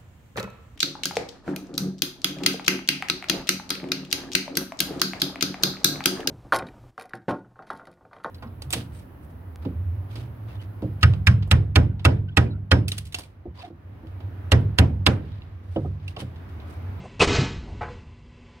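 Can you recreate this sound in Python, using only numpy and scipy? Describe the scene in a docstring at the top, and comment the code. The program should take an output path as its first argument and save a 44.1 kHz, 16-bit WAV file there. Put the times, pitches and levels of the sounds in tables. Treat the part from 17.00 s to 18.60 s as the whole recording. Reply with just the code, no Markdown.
"""Pole knocks a steel cabinet door

Low rumble, hiss and a faint hum, with soft scuffs of the pole: shaped noise and one wandering tone.
The sheet-steel door crashes against its frame: noise bursts, decaying modes and a diffuse room ring.
It rebounds: the latch chatters in bright noise ticks and the loose panel booms in slow modes.
The door then meets its stop with a duller knock of noise and modes, and touches it again."""
import sys
import numpy as np
from scipy import signal
from scipy.fft import rfft, irfft, next_fast_len
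from scipy.io import wavfile
from scipy.ndimage import map_coordinates

SR = 44100
rng = np.random.default_rng(int(sys.argv[2]) if len(sys.argv) > 2 else 0)


def master_out(mix):
    """Clip the mix to full scale and print it as 16-bit PCM to the path in sys.argv[1]."""
    frames = np.transpose(np.atleast_2d(mix))
    ceiling = np.clip(frames, -1, 1)
    pcm = np.round(ceiling * 32767).astype(np.int16)
    wavfile.write(sys.argv[1], SR, pcm)


N = 70560


def amp(db):
    """Decibels to gain."""
    return 10 ** (np.asarray(db) / 20)


def unit(x):
    """Scale to rms 1."""
    return x / np.sqrt(np.mean(x ** 2) + 1e-20)


def along(points, hz):
    """Interpolate (Hz, value) points on a log frequency axis."""
    f, v = np.transpose(points)
    return np.interp(np.log(hz + 1), np.log(f + 1), v)


def curves(rows):
    """One value per sample for each column after the time."""
    s, *cols = np.transpose(rows)
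    return [np.interp(np.arange(N) / SR, s, c) for c in cols]


def since(s):
    """Seconds since s, zero before it."""
    return np.maximum(np.arange(N) / SR - s, 0)


def filtered(x, response):
    """Multiply the spectrum of x by a response of frequency."""
    size = next_fast_len(N + SR // 2)
    hz = np.fft.rfftfreq(size, 1 / SR)
    return irfft(rfft(x, size) * response(hz), size)[..., :N]


# stereo width: (frequency [Hz], side over mid [dB])
WIDTH = [(2000, -82), (3300, -79.5), (5000, -19), (9000, -6)]
RIPPLE_HZ = 54.94  # spacing of the crowded resonances of steel and walls


def noise(colour, ripple_db):
    """Coloured stereo noise of rms 1 with random narrow peaks and valleys, wide only in the treble."""
    knots = rng.standard_normal(1024)

    def gain(hz):
        bumps = map_coordinates(knots, [hz / RIPPLE_HZ], mode="mirror")
        mid_gain = amp(along(colour, hz) + abs(ripple_db) * np.tanh(bumps))
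        return mid_gain * np.array([np.ones_like(hz), amp(along(WIDTH, hz))])

    mid, side = filtered(rng.standard_normal((2, N)), gain)
    return unit(np.array([mid + side, mid - side]))


def blows(contacts, attack_s, t60_s):
    """Power-summed envelope of contacts that each rise and die away."""
    power = np.zeros(N)
    for s, db in contacts:
        t = since(s)
        power += (amp(db - 60 * t / t60_s) * (1 - np.exp(-t / attack_s))) ** 2
    return np.sqrt(power)


def ring(s, modes, attack_s, rough_rad):
    """Decaying modes struck at s, levels scattered by 1 dB, phases wandering as the sheet bends."""
    t, out = since(s), np.zeros(N)
    for hz, db, t60_s in modes:
        drift = map_coordinates(rng.standard_normal(128), [t * 25], order=3, mode="mirror")
        gain = amp(db + rng.normal(0, 1) - 60 * t / t60_s)
        out += gain * np.sin(2 * np.pi * hz * t + rough_rad * drift)
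    return out * (1 - np.exp(-t / attack_s))


def strongest(contacts):
    """Time and level of the hardest contact."""
    return max(contacts, key=lambda row: row[1])


# background levels: (time [s], rumble level [dB], hiss level [dB])
FLOOR_LEVELS = [(0, -49, -52), (.13, -47, -54.5), (.5, -35.5, -65.5), (.75, -39.5, -56.5),
                (.92, -40.5, -51.5), (1.05, -48, -60), (1.25, -50, -62), (1.45, -51, -59.5),
                (1.6, -54.5, -58)]
# rumble spectrum: (frequency [Hz], level [dB])
RUMBLE_COLOUR = [(15, -53.5), (25, -10.5), (53, -1), (81, 1), (141, -7.5), (167, -10.5), (246, -10.5),
                 (274, -15.5), (403, -21), (600, -35), (780, -49), (1320, -120)]
# hiss spectrum: (frequency [Hz], level [dB])
HISS_COLOUR = [(240, -36), (400, -1.5), (576, -8.5), (1130, -6), (1310, -14), (2120, -10), (2260, -10),
               (2820, -10.5), (3620, -16.5), (9000, -32), (11700, -67), (19800, -120)]
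HUM_HZ, HUM_DB = 239, -56


def background():
    """Low rumble and room hiss as shaped noise, plus a faint hum of wandering phase."""
    rumble_db, hiss_db = curves(FLOOR_LEVELS)
    rumble = amp(rumble_db) * noise(RUMBLE_COLOUR, ripple_db=2)
    hiss = amp(hiss_db) * noise(HISS_COLOUR, ripple_db=4.5)
    hum = amp(HUM_DB) * ring(0, [(HUM_HZ, 0, np.inf)], attack_s=.01, rough_rad=.35)
    return rumble + hiss + hum


# flexes of the loose panel: (time [s], level [dB], favoured pitch [Hz])
FLEXES = [(0, -38.5, 135), (0.204, -25.5, 109), (.271, -20, 75.3), (.325, -25.5, 95), (.386, -19, 130),
          (0.562, -32.5, 59.3), (1.075, -41.5, 73)]
# slow panel modes: (frequency [Hz], level [dB], t60 [s])
PANEL_MODES = [(38.8, -15.5, 0.94), (53.3, -4.5, 1), (83.3, -0.5, .5), (104.1, -2.5, 0.37),
               (134.1, 2, 0.26), (186, -1, 0.4)]
FLEX_OCTAVES = 0.68  # distance from the favoured pitch that costs 10 dB


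def wobble():
    """The loose panel flexes back and forth; each flex booms in the modes near its own pitch."""
    out = np.zeros(N)
    for s, db, pitch_hz in FLEXES:
        modes = []
        for hz, level_db, t60_s in PANEL_MODES:
            octaves = np.log2(hz / pitch_hz)
            modes.append((hz, level_db - 10 * (octaves / FLEX_OCTAVES) ** 2, t60_s))
        out += amp(db) * ring(s, modes, attack_s=0.00068, rough_rad=0.7)
    return out


# soft rubs: (time [s], length [s], level [dB])
SCUFFS = [(0.005, 0.049, -55), (0.053, 0.025, -44), (.705, 0.066, -51.5), (1.06, 0.035, -63)]
# scuff spectrum: (frequency [Hz], level [dB])
SCUFF_COLOUR = [(100, -17), (400, -0.5), (780, 2.5), (1050, -3.5), (1600, -35), (5000, -34), (9000, -30.5)]


def scuffs():
    """Light rubs: shaped noise that swells and fades in Gaussian bumps."""
    t = np.arange(N) / SR
    envelope = sum(amp(db) * np.exp(-2 * ((t - s) / length_s) ** 2) for s, length_s, db in SCUFFS)
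    return noise(SCUFF_COLOUR, ripple_db=3) * envelope


# room decay: (frequency [Hz], t60 [s])
ROOM_T60 = [(100, 0.81), (400, 0.68), (1000, 0.83), (2500, .75), (5000, 0.74), (9000, 0.63)]
ROOM_BUILD_S = 0.021


def room_tail(contacts, colour):
    """Diffuse ring of steel and walls; each frequency dies at its own speed."""
    hz, t, z = signal.stft(noise(colour, ripple_db=5), SR, nperseg=256)
    age_s = np.maximum(t - contacts[0][0], 0)
    decay = amp(-60 * age_s / along(ROOM_T60, hz)[:, None])
    tail = signal.istft(z * decay, SR, nperseg=256)[1][:, :N]
    return tail * blows(contacts, ROOM_BUILD_S, np.inf)


# spectrum of the crash's room tail and sheet partials: (frequency [Hz], level [dB])
TAIL_COLOUR = [(120, -13), (200, -3.5), (349, -1), (397, -7), (436, -9.5), (762, -15.5), (1510, -14),
               (3990, -16.5), (7800, -27), (8580, -40.5), (9000, -64), (11700, -95), (19800, -120)]
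SHEET_LOW_HZ, SHEET_HIGH_HZ, SHEET_T60_S, SHEET_SCATTER_DB = 899, 8356, 0.46, 4
CRASH_ATTACK_S = 0.0025


def sheet(s):
    """Crowded upper modes: thin partials of unequal strength and life, rms 1 before decay and attack."""
    t = since(s)
    place, size, life, phase = rng.random((4, 140))
    hz = SHEET_LOW_HZ + (SHEET_HIGH_HZ - SHEET_LOW_HZ) * place
    gain = amp(along(TAIL_COLOUR, hz) + SHEET_SCATTER_DB * (2 * size - 1))
    gain = gain / np.sqrt(np.sum(gain ** 2) / 2)
    t60_s = SHEET_T60_S * 2 ** (life - .5)
    out = np.zeros(N)
    for f, g, d, p in zip(hz, gain, t60_s, phase):
        out += g * np.exp(-np.log(1000) * t / d) * np.sin(2 * np.pi * (f * t + p))
    return out * (1 - np.exp(-t / CRASH_ATTACK_S))


# door against frame: (time [s], level [dB])
CRASH = [(.194, -27), (.1995, -21.5), (.206, -23), (.212, -17.5), (.219, -17.5), (.229, -20), (.240, -17.5)]
# clatter spectrum: (frequency [Hz], level [dB])
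CRASH_COLOUR = [(60, -14.5), (130, -7.5), (300, -7.5), (560, -5), (750, -9.5), (1200, -8.5), (1550, -16),
                (2600, -13.5), (3600, -15.5), (5200, -20.5), (9000, -28.5)]
# door modes: (frequency [Hz], level [dB], t60 [s])
DOOR_MODES = [(242.2, -5, 0.97), (266, -4, 0.69), (309, 3.5, 0.51), (396.4, -1, 0.85), (470.6, 2.5, 0.69),
              (606.4, -2.5, 0.47), (1120, -8.5, 0.73), (1317, 1, 0.62), (1512, -4, 0.6), (1707, -3.5, 0.8),
              (2497, 2, 0.64), (2670, -13, 0.41), (3057, -6.5, 0.83), (3270, -11, 0.74), (3780, -2, 0.55)]
# hollow, short modes of the cabinet box: (frequency [Hz], level [dB], t60 [s])
BOX_MODES = [(183.9, -2, 0.26), (407.3, -1, 0.39), (482, -2, 0.24), (675, -2, 0.054), (736, -1.5, 0.092),
             (1036, -3, 0.14)]
# the pole slipping and squeaking just before the hardest contacts: (time [s], level [dB])
SQUEAK = [(.2005, -23), (.2065, -17.5)]
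# squeak spectrum: (frequency [Hz], level [dB])
SQUEAK_COLOUR = [(1500, -47), (2200, -10.5), (2600, 9.5), (3000, -20), (4000, -43)]
# hard edge-on cracks: (time [s], level [dB])
CRACKS = [(.2122, -19), (.2198, -18.5), (.2305, -24), (.241, -27)]
# crack spectrum: (frequency [Hz], level [dB])
CRACK_COLOUR = [(300, -7), (2000, 0.5), (4600, 3), (6000, -23), (9000, -16.5)]
CRASH_T60_S, SQUEAK_T60_S, CRACK_T60_S = 0.18, 0.077, 0.012
TAIL_DB, RING_DB, SHEET_DB, BOX_DB = -7, -15.5, 2, -17


def crash():
    """Contacts clatter, squeak and crack as noise; box, door, sheet modes and the room ring on."""
    s, db = strongest(CRASH)
    squeak = noise(SQUEAK_COLOUR, ripple_db=3.5) * blows(SQUEAK, 0.0007, SQUEAK_T60_S)
    crack = noise(CRACK_COLOUR, ripple_db=7.5) * blows(CRACKS, 0.00011, CRACK_T60_S)
    clatter = noise(CRASH_COLOUR, ripple_db=1.5) * blows(CRASH, CRASH_ATTACK_S, CRASH_T60_S)
    box = amp(BOX_DB) * ring(s, BOX_MODES, attack_s=0.00087, rough_rad=0.71)
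    door = ring(s, DOOR_MODES, attack_s=0.003, rough_rad=0.62)
    tones = amp(db + RING_DB) * (door + amp(SHEET_DB) * sheet(s))
    tail = amp(TAIL_DB) * room_tail(CRASH, TAIL_COLOUR)
    return squeak + crack + clatter + box + tones + tail


# latch ticks on the rebound: (time [s], level [dB])
CHATTER = [(.277, -39), (.327, -31.5), (.350, -26), (.360, -30), (.408, -33.5)]
# tick spectrum: (frequency [Hz], level [dB])
CHATTER_COLOUR = [(300, -18.5), (1500, 0), (2600, 0), (4200, 1.5), (7000, -5.5), (9000, -40)]
CHATTER_T60_S = 0.074


def chatter():
    """The loose latch chatters as the door rebounds: short bright noise ticks."""
    return noise(CHATTER_COLOUR, ripple_db=8.5) * blows(CHATTER, .0004, CHATTER_T60_S)


# door meeting its stop: (time [s], level [dB])
KNOCKS = [(.8095, -36), (.8125, -29), (.820, -30), (.827, -51), (.879, -39.5)]
# knock spectrum: (frequency [Hz], level [dB])
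KNOCK_COLOUR = [(150, 0), (350, -11), (480, -1.5), (800, -9), (1400, -8), (1950, -15), (2600, -20.5),
                (3300, -33), (5000, -40), (8600, -50.5)]
# hinge-side modes: (frequency [Hz], level [dB], t60 [s])
STOP_MODES = [(486, 6, 0.2), (717, 8.5, 0.23), (846, 8, 0.24), (1024, 4, 0.33), (1494, -5, 0.43),
              (1950, -8, 0.43)]
KNOCK_T60_S, KNOCK_TAIL_DB, KNOCK_RING_DB, KNOCK_LOW_HZ = 0.17, -23.5, -13, 372
RETOUCH_S, RETOUCH_GAIN_DB = .895, -41.5


def knock():
    """Dull, hollow knock on the stop: high-passed noise and modes, then a soft touch of the lowest mode."""
    s, db = KNOCKS[0][0], strongest(KNOCKS)[1]
    thud = noise(KNOCK_COLOUR, ripple_db=1.5) * blows(KNOCKS, .0004, KNOCK_T60_S)
    tail = amp(KNOCK_TAIL_DB) * room_tail(KNOCKS, KNOCK_COLOUR)
    highpass = signal.butter(2, KNOCK_LOW_HZ, "high", fs=SR, output="sos")
    body = signal.sosfilt(highpass, thud + tail)
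    retouch = amp(RETOUCH_GAIN_DB) * ring(RETOUCH_S, STOP_MODES[:1], attack_s=0.0065, rough_rad=.3)
    tones = amp(db + KNOCK_RING_DB) * ring(s, STOP_MODES, attack_s=0.0017, rough_rad=0.29)
    return body + retouch + tones


# crash gain, a brief dip then a lift: (time [s], level [dB])
DIP = [(.225, 0), (.252, -5.5), (.258, -11.5), (.268, -13), (.277, -2), (.30, -1), (.352, 5.5), (.43, 6.5),
       (.6, 1)]


def scene():
    """Sum of all sources; the crash dips briefly in level, then swells."""
    dip_db, = curves(DIP)
    return background() + wobble() + scuffs() + amp(dip_db) * crash() + chatter() + knock()


# microphone response: (frequency [Hz], level [dB])
MIC = [(20, 1.5), (8400, 2), (8900, -5.5), (9400, -6.5), (10500, -27.5), (11100, -32)]
CLIP_LEVEL, TOP_HZ = 0.79, 11160


def record(dry):
    """Dull microphone that rounds the highest peaks, with a steep band limit."""
    rounded = dry / (1 + (dry / CLIP_LEVEL) ** 8) ** (1 / 8)
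    return filtered(rounded, lambda hz: amp(along(MIC, hz)) * (hz < TOP_HZ))


dry = scene()
out = record(dry)
master_out(out)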